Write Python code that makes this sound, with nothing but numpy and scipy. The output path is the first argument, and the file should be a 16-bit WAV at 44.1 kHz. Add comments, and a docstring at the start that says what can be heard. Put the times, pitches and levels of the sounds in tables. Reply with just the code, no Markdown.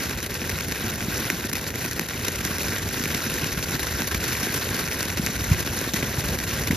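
"""A fountain firework burns on an open street, some metres from a phone. From the start its nozzle
roars and hisses, sputtering more when the burn is weak and choking briefly. Its sparks burst in swarms
of tiny cracks, each followed by a soft puff of hot gas. Two sharp bursts stand out at 1.3 and 2.0 s;
the nozzle spits hardest at 5.5 s and again at 6.7 s. Throughout, asphalt and far house fronts return
a thin echo."""
import sys
import numpy as np
from scipy import signal
from scipy.fft import rfft, irfft
from scipy.io import wavfile
from scipy.ndimage import uniform_filter1d

SR = 44100
rng = np.random.default_rng(int(sys.argv[2]) if len(sys.argv) > 2 else 0)


def int16_out(signal):
    """Quantize to a 16-bit WAV file."""
    q = np.round(np.clip(np.atleast_2d(signal).T, -1, 1) * 32767)
    wavfile.write(sys.argv[1], SR, q.astype(np.int16))


N = 298116
TIME_S = np.arange(N) / SR
FREQ_HZ = np.arange(N // 2 + 1) * SR / N
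PORT_SIGN = np.array([[1], [-1]])  # left, right

# Gas jet. Each row: time in seconds, relative roar level in dB, relative rumble level in dB.
JET_LEVELS = [(0, -33, -45.5), (0.6, -31, -39), (1.25, -29.5, -44.5), (2.0, -33, -44), (2.8, -32, -43),
              (3.3, -29.5, -42), (3.7, -32.5, -40.5), (4.2, -34, -40), (4.75, -30.5, -41),
              (5.15, -33, -42.5), (5.5, -31.5, -35), (5.85, -32, -43), (6.4, -28.5, -37.5),
              (6.76, -30.5, -36)]
# Nozzle roar. Each row: frequency in Hz, relative spectral density in dB.
ROAR_SPECTRUM = [(20, -35), (32, -6), (45, -4), (62, 5.5), (118, 2.3), (165, -2), (270, -7), (430, -7.5),
                 (620, -15), (950, -21), (2000, -29)]
# Strong puffs from the nozzle. Each row: centre in seconds, relative level in dB, pitch in Hz.
NOZZLE_PUFFS = [(0.105, -18, 220), (0.421, -15.5, 258), (0.683, -16, 220), (0.721, -19, 190),
                (0.842, -15, 215), (0.851, -14, 282), (1.086, -11, 187), (1.305, -13.5, 344),
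                (1.331, -14.5, 210), (1.451, -12.5, 280), (1.866, -17, 210), (2.0173, -13, 190),
                (2.284, -17, 240), (2.457, -10, 242), (2.511, -14, 200), (2.727, -17, 220),
                (3.008, -13, 215), (3.041, -13, 210), (3.063, -11.5, 260), (3.151, -18, 240),
                (3.27, -13, 210), (3.464, -16, 300), (3.579, -11.5, 143), (3.83, -26, 162),
                (4.15, -15, 234), (4.502, -16, 160), (4.576, -24, 190), (4.711, -15, 240), (5.06, -16, 205),
                (5.1984, -6, 193), (5.301, -17, 195), (5.519, 1.5, 112), (5.543, -17, 150),
                (5.679, -14, 290), (5.877, -15, 215), (5.94, -14.5, 256), (5.946, -11.5, 212),
                (6.032, -9.5, 191), (6.04, -18, 161), (6.189, -8.5, 102), (6.293, -15, 139),
                (6.327, -18, 225), (6.708, -3.5, 203), (6.733, -10, 249)]
# Brief chokes of the jet. Each row: centre in seconds, change of spray level in dB.
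JET_CHOKES = [(0.085, -3), (0.162, -9), (0.215, -8.5), (0.252, -1), (0.282, -11), (0.333, -5.5),
              (0.385, -6), (0.483, -4), (0.651, -1.5), (0.700, -3), (0.97, -6.5), (1.065, -6), (1.413, -9),
              (1.48, -8), (1.514, -14), (1.612, -0.5), (1.656, -6), (1.724, -6), (1.900, -5), (1.950, -9),
              (2.077, -9), (2.374, -5.5), (2.415, -1.5), (2.797, -4.5), (2.847, -4.5), (3.07, -2),
              (3.201, -2), (3.553, -3), (3.653, -2), (3.784, -9), (3.855, 0), (4.061, -2.5), (4.098, -7),
              (4.185, -6), (5.067, -5.5), (5.093, -3.5), (5.116, -5.5), (5.158, -1), (5.386, -6),
              (5.481, -3.5), (5.644, -10.5), (5.922, -4.5), (6.228, -6.5), (6.374, -12), (6.699, -8)]
# Burn strength, driving spray and sputter. Each row: time in seconds, level in dB.
BURN_LEVELS = [(0.0, -32.5), (0.34, -34), (0.64, -33.5), (1.22, -31.5), (1.6, -33.5), (2.28, -32.5),
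               (2.48, -31), (2.96, -32), (3.26, -29.5), (3.63, -31.5), (4.56, -29.5), (5.1, -31.5),
               (5.31, -32.5), (5.42, -31), (6.65, -32), (6.76, -30.5)]
# Loud spark bursts. Each row: time in seconds, relative level in dB, duration in seconds,
# treble over lows in dB.
SPARK_BURSTS = [(0.0951, -22, 0.0008, 14), (0.0974, -19.5, 0.0009, 10), (0.204, -29, 0.0013, 15),
                (0.23, -26, 0.0072, 0), (0.263, -21, 0.0013, 11), (0.343, -26, 0.0047, 12),
                (0.356, -32, 0.0038, 12), (0.4176, -22, 0.0012, -1), (0.496, -20.5, 0.006, 3),
                (0.501, -25.5, 0.0046, 4), (0.588, -21.5, 0.0023, 2), (0.6088, -22, 0.0045, 0),
                (0.684, -24.5, 0.0038, 4), (0.713, -23, 0.0022, 1), (0.723, -21.5, 0.005, 0),
                (0.882, -22, 0.0022, 1), (0.901, -25, 0.0066, 3), (1.0076, -25.5, 0.0049, -7.5),
                (1.027, -28, .0026, 1), (1.158, -23.5, 0.0026, -2), (1.18, -25, .0015, 17),
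                (1.3017, -8.5, 0.0009, 6), (1.442, -27, 0.0028, -12), (1.531, -19, 0.0048, 3),
                (1.535, -20.5, 0.0035, 6), (1.554, -19, 0.00086, 3), (1.556, -19, 0.003, 5),
                (1.6425, -25, 0.0029, 6), (1.705, -26, 0.0037, 1), (1.758, -24, 0.0054, 3),
                (1.785, -24, 0.0012, 10), (1.861, -21, 0.0019, 5), (1.913, -23.5, 0.0058, 5),
                (1.933, -25.5, 0.0044, 5), (1.9954, -11.5, 0.0013, 4.5), (2.087, -28, 0.0024, 17),
                (2.2504, -21, 0.01, 1), (2.2838, -16, 0.005, 3), (2.358, -22.5, 0.0029, 8),
                (2.451, -15.5, 0.0025, 4), (2.568, -25, .0014, 8), (2.584, -19.5, 0.0026, 10),
                (2.633, -22, 0.0023, 5), (2.684, -20, .0025, 4), (2.723, -25, 0.0022, -5),
                (2.76, -33, 0.004, 9), (2.785, -26.5, 0.0058, 10), (2.858, -31, 0.0013, 8),
                (3.039, -20, 0.0045, 2), (3.057, -18.5, 0.0024, -1), (3.1476, -19.5, 0.0073, 0),
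                (3.265, -26, 0.0022, -7), (3.341, -21, 0.0016, 12), (3.444, -19.5, 0.0048, 3),
                (3.577, -27, .009, -1), (3.592, -25, .003, 1), (3.709, -28, 0.005, 2),
                (3.753, -22.5, 0.0049, 3), (3.7955, -23.5, 0.0034, 3), (3.832, -21.5, 0.0091, 1),
                (4.021, -18, 0.004, -4), (4.077, -22, 0.002, 11), (4.115, -23.5, 0.004, -6),
                (4.147, -18.5, 0.0058, -1), (4.2423, -21, 0.0094, 2), (4.435, -25, 0.003, 1),
                (4.464, -22, .002, 9), (4.745, -23, 0.0057, 8), (4.766, -29, 0.0029, 5),
                (4.834, -28, 0.0025, -1), (4.8775, -23.5, 0.0035, -2), (4.915, -22, 0.0037, -5),
                (4.924, -22, 0.0017, 0), (5.008, -19, 0.0033, 3), (5.029, -18.5, 0.0025, 8),
                (5.055, -23, 0.0016, 14), (5.0845, -26, 0.0024, 7), (5.1026, -22, 0.0017, -4),
                (5.1736, -22, 0.0052, 3), (5.264, -14.5, 0.002, 10), (5.271, -18, 0.0017, -3),
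                (5.309, -23.5, 0.0011, 8), (5.364, -23.5, 0.0028, 8), (5.547, -25, 0.0024, -5),
                (5.607, -24, 0.012, 6), (5.676, -23, .0034, -3), (5.79, -20.5, 0.0013, 18),
                (5.814, -26, 0.002, 15), (5.937, -21, 0.0019, 19), (5.942, -18.5, 0.0048, 2),
                (5.964, -22, 0.01, 0), (6.027, -20.5, 0.0026, -5), (6.031, -21, 0.0037, -5),
                (6.288, -24, 0.0047, 2), (6.389, -22, 0.0046, 3), (6.402, -21, 0.0021, 0),
                (6.512, -22.5, 0.0013, 3), (6.637, -21.5, 0.0017, 4), (6.674, -19, 0.006, 4),
                (6.711, -17.5, 0.0033, -1), (6.724, -27, 0.0026, 0)]
# Spray colour at the two microphone ports. Each row: frequency in Hz, relative left and right gain in dB.
PORT_COLOUR = [(780, -13, -7), (1135, -5.5, -6), (1200, -14, -9.5), (1470, -5.5, -0.5), (1650, -2.5, 0.5),
               (1670, -5.5, -6), (1860, -2.5, -3.5), (2230, -6, -7), (2470, -6, -5.5), (3010, -8.5, -9.5),
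               (3300, -8, -17), (3820, -7.5, -8), (4100, -7, -12), (4420, -10, -10), (4670, -9.5, -9.5),
               (4900, -12.3, -15), (5490, -5.5, -9.5), (5840, -8, -5.5), (6290, -7, -14.5),
               (7050, -14.5, -8.5), (7550, -6, -11), (7550, -31.5, -22), (10450, -11, -13.5),
               (12400, -14, -12.3), (14350, -13.5, -15), (15200, -50, -37)]
# Phase between the ports. Each row: frequency in Hz, lead of the left port in radians.
PORT_LEAD = [(0, 0), (900, 0), (1200, -.55), (1600, .05), (3000, .75), (4100, -.1), (4800, -.25),
             (5400, -1.4), (6400, -1.4), (7350, -2.2), (7750, -3.0), (9100, -3.3), (10000, -4.65),
             (11100, -6.1), (12900, -6.5), (13500, -7.3), (14700, -9.1), (16000, -9.3)]


def undb(db):
    """Decibels to gain."""
    return 10 ** (np.asarray(db) / 20)


def unit(x):
    """Scale to rms 1."""
    return x / np.sqrt(np.mean(x ** 2))


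def colour(hz, db):
    """Gain per frequency through (Hz, dB) points on a log axis."""
    return undb(np.interp(np.log(FREQ_HZ + 1), np.log(hz), db))


def high_pass(hz, order=2):
    """Gain per frequency of a smooth low cut."""
    return (1 + (hz / (FREQ_HZ + 1)) ** (2 * order)) ** -.5


def blend(lows, highs, split_hz=4000):
    """The lows of one sound joined to the highs of another."""
    top = high_pass(split_hz, order=3) ** 2
    return irfft(rfft(lows) * (1 - top) + rfft(highs) * top, N)


def wander(rate_hz):
    """Smooth random curve, rms 1."""
    return unit(irfft(rfft(rng.standard_normal(N)) * np.exp(-(FREQ_HZ / rate_hz) ** 2), N))


def add(track, centre_s, sound):
    """Mix a short sound into a track, centred on a moment."""
    where = int(centre_s * SR) - sound.shape[-1] // 2 + np.arange(sound.shape[-1])
    inside = (where >= 0) & (where < N)
    track[..., where[inside]] += sound[..., inside]


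def wide_noise(scatter_db):
    """Noise from a wide source: one part common to both ports, one scattered to each."""
    return unit(rng.standard_normal(N) + undb(scatter_db) * rng.standard_normal((2, N)))


def street(x, echo_db, t60_s):
    """Spectrum of the direct sound plus a thin wash from ground and houses, unlike at each port."""
    wash = rng.standard_normal((2, N)) * np.exp(-np.log(1000) * TIME_S / t60_s) * (TIME_S > .005)
    return rfft(x) * (1 + undb(echo_db) * rfft(unit(wash)) / np.sqrt(N))


def puff(hz, cycles, slowing=0.35):
    """Gas expanding and falling back: a pressure hump between two troughs, the second slower."""
    age_periods = np.arange(-SR // 50, SR // 50) / SR * hz
    turns = np.log(np.maximum(1 + slowing * age_periods, 1e-6)) / slowing
    return np.cos(2 * np.pi * turns) * np.exp(-(turns / cycles) ** 2)


def stray_puffs(count=16, level_db=-25.0, spread_db=2, pitch_hz=190):
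    """Softer puffs at random moments, as rows like NOZZLE_PUFFS."""
    return [((k + when) / count * N / SR, level_db + spread_db * (2 * size - 1),
             pitch_hz * 2 ** (pitch - .5))
            for k, (when, size, pitch) in enumerate(rng.random((count, 3)))]


def nozzle(choke_db, choke_share=0.55):
    """Turbulent roar of the jet, dipping as it chokes, over a deep rumble; puffs when it spits."""
    times_s, *levels_db = np.transpose(JET_LEVELS)
    roar_db, rumble_db = (np.interp(TIME_S, times_s, db) for db in levels_db)
    roar_db += choke_share * choke_db
    roar = unit(irfft(rfft(wide_noise(scatter_db=-23.5)) * colour(*np.transpose(ROAR_SPECTRUM)), N))
    spits = np.zeros(N)
    for at_s, db, hz in NOZZLE_PUFFS + stray_puffs():
        add(spits, at_s, undb(db) * puff(hz, cycles=0.61))
    jet = blend(roar * undb(rumble_db + 7.5), roar * undb(roar_db - 1.0), split_hz=110)
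    flutter = undb(1.6 * wander(rate_hz=18))
    return jet * flutter + undb(-6.5) * spits


def burn_surge(choke_db, full_burn_db=-30, spray_db=-28.5):
    """Gain of the shower: the fuel burns unevenly and sputters most when the burn is weak."""
    burn_db = np.interp(TIME_S, *np.transpose(BURN_LEVELS)) - full_burn_db
    sputter_db = (1.5 - 0.38 * burn_db) * np.minimum(wander(rate_hz=48), 1)
    return undb(spray_db + burn_db + choke_db + sputter_db)


def ticks(count=4500, cycles=4.3, low_hz=1200, top_hz=14000, lag_s=14e-6):
    """Single grains snapping all over the spray, each with its own pitch and direction."""
    track = np.zeros((2, N))
    age_s = np.arange(-96, 96) / SR
    for when, pitch, size, place, offset in rng.random((count, 5)):
        hz = low_hz + (top_hz - low_hz) * pitch ** 1.5
        turns = hz * (age_s + lag_s * (2 * place - 1) * PORT_SIGN)
        grain = np.cos(2 * np.pi * (turns + offset)) * np.exp(-(2 * turns / cycles) ** 2)
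        size_db = min(-np.log(1 - size), 3.6)
        add(track, when * N / SR, undb(size_db) * hz ** 0.9 * grain)  # high grains: shorter, taller
    return unit(track)


def cracks(spread_db, scatter_db):
    """A dense train of tiny cracks of very unequal size."""
    return unit(wide_noise(scatter_db) * undb(spread_db * rng.standard_normal(N)))


def swarm(train, at_s, duration_s):
    """One spark bursting: its cracks swell quickly and die within milliseconds."""
    half = int(max(duration_s, .0005) * SR)
    steps = np.arange(-half, half)
    age = steps / half + .2
    envelope = np.exp(-(age / np.where(age < 0, .13, .75)) ** 2)
    return unit(train[:, (int(at_s * SR) + steps) % N] * envelope) / np.sqrt(2)


def small_sparks(count=2200, spread_db=4.5, duration_s=0.0044, gas_lag_s=0.00394, gas_hz=300):
    """Shower of small sparks, each with its own tone: returns crackle and the gas puffs that follow."""
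    lows, highs, gas = np.zeros((3, 2, N))
    train = cracks(spread_db=4.0, scatter_db=-7.0)
    draws = np.clip(rng.standard_normal((count, 5)), -1.7, 1.7)
    for k, (when, size, length, pitch, tone) in enumerate(draws):
        at_s = (k + when) / count * N / SR
        gain = undb(spread_db * size)
        burst = gain * swarm(train, at_s, duration_s * undb(8.1 * length))
        add(lows, at_s, burst * undb(-1.8 * tone))
        add(highs, at_s, burst * undb(3.7 * tone))
        add(gas, at_s + gas_lag_s, gain * puff(gas_hz * undb(4 * pitch), cycles=0.59))
    return unit(blend(lows, highs)), unit(gas)


def snap(ring_hz=2200, ring_s=0.0005, shock_s=0.00008, grit_s=0.0008):
    """A spark going off at once: an N-shaped shock in a short ring, then bright grit; energy 1."""
    age_s = np.arange(-160, 160) / SR
    shock = -age_s / shock_s * (np.abs(age_s) < shock_s * rng.uniform(.7, 1.3))
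    hz = ring_hz * undb(rng.uniform(-1.2, 1))
    ring = -np.sin(2 * np.pi * hz * age_s) * np.exp(-(age_s / ring_s) ** 2)
    noise = rng.standard_normal(len(age_s))
    grit = unit(noise - uniform_filter1d(noise, size=9)) * np.exp(-np.abs(age_s) / grit_s)
    wave = shock + 0.85 * ring + 0.7 * grit * (age_s > 0)
    return wave / np.sqrt(np.sum(wave ** 2))


def stray_bursts(count=150, level_db=-27.0, duration_s=0.00096, bright_db=-0.5):
    """Fine snaps at random moments, as rows like SPARK_BURSTS."""
    rows = []
    for k, draws in enumerate(rng.random((count, 4))):
        at_s = (k + draws[0]) / count * N / SR
        size, length, tone = np.sqrt(3) * (2 * draws[1:] - 1)  # unit variance
        rows.append((at_s, level_db - size, duration_s * undb(5.4 * length), bright_db + 1.5 * tone))
    return rows


def loud_sparks(gas_lag_s=0.00414, gas_hz=330, gas_db=-6.0, snap_s=0.0013):
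    """Big bursts and fine snaps: returns crackle and gas puffs. Shorter means more shock, less gas."""
    lows, highs, gas = np.zeros((3, 2, N))
    train = cracks(spread_db=5.0, scatter_db=-1.5)
    for at_s, db, duration_s, bright_db in SPARK_BURSTS + stray_bursts():
        shock_share = 1 / (1 + (duration_s / snap_s) ** 2)
        crackle = np.sqrt(1 - shock_share) * swarm(train, at_s, duration_s)
        shock = np.sqrt(shock_share * duration_s * SR) * snap()
        for part in (crackle, shock):
            add(lows, at_s, undb(db - bright_db / 2) * part)
            add(highs, at_s, undb(db + bright_db / 2) * part)
        hz = gas_hz * undb(2 * rng.standard_normal())
        add(gas, at_s + gas_lag_s, undb(db + gas_db) * (1 - shock_share) * puff(hz, cycles=0.86))
    return blend(lows, highs), gas


def spark_spray(surge, crackle, bursts, tilt_db=0.16):
    """Crackle, ticks and hiss surging together under the big bursts."""
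    hiss_and_ticks = undb(-4.5) * ticks() + undb(-2.0) * wide_noise(scatter_db=-6.5)
    shower = surge * (undb(-2.5) * crackle + hiss_and_ticks)
    spray = blend(shower * undb(-tilt_db / 2), shower * undb(tilt_db / 2)) + undb(-2.0) * bursts
    # the highest treble comes mostly straight from the fountain, with less scatter
    centre = spray.mean(axis=0)
    return blend(spray, centre + undb(-3.0) * (spray - centre), split_hz=6500)


def scene(choke_s=0.018):
    """Spray and gas, heard through the street at two ports."""
    choke_db = sum(db * np.exp(-np.pi * ((TIME_S - at_s) / choke_s) ** 2) for at_s, db in JET_CHOKES)
    crackle, small_gas = small_sparks()
    bursts, burst_gas = loud_sparks()
    surge = burn_surge(choke_db)
    spray = spark_spray(surge, crackle, bursts)
    gas = nozzle(choke_db) + undb(-6.5) * surge * small_gas + burst_gas
    hz, left_db, right_db = np.transpose(PORT_COLOUR)
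    port_gain = undb(9.5) * np.array([colour(hz, left_db), colour(hz, right_db)]) * high_pass(270)
    spectrum = port_gain * street(spray, echo_db=-21.5, t60_s=0.04)
    spectrum += high_pass(35, order=3) * street(gas, echo_db=-15.0, t60_s=0.64)
    lead_rad = np.interp(FREQ_HZ, *np.transpose(PORT_LEAD))
    return irfft(spectrum * np.exp(.5j * lead_rad * PORT_SIGN), N)


def record(dry):
    """The phone cuts the treble above 15650 Hz."""
    return signal.sosfilt(signal.ellip(8, .2, 70, 15650, fs=SR, output="sos"), dry)


dry = scene()
out = record(dry)
int16_out(out)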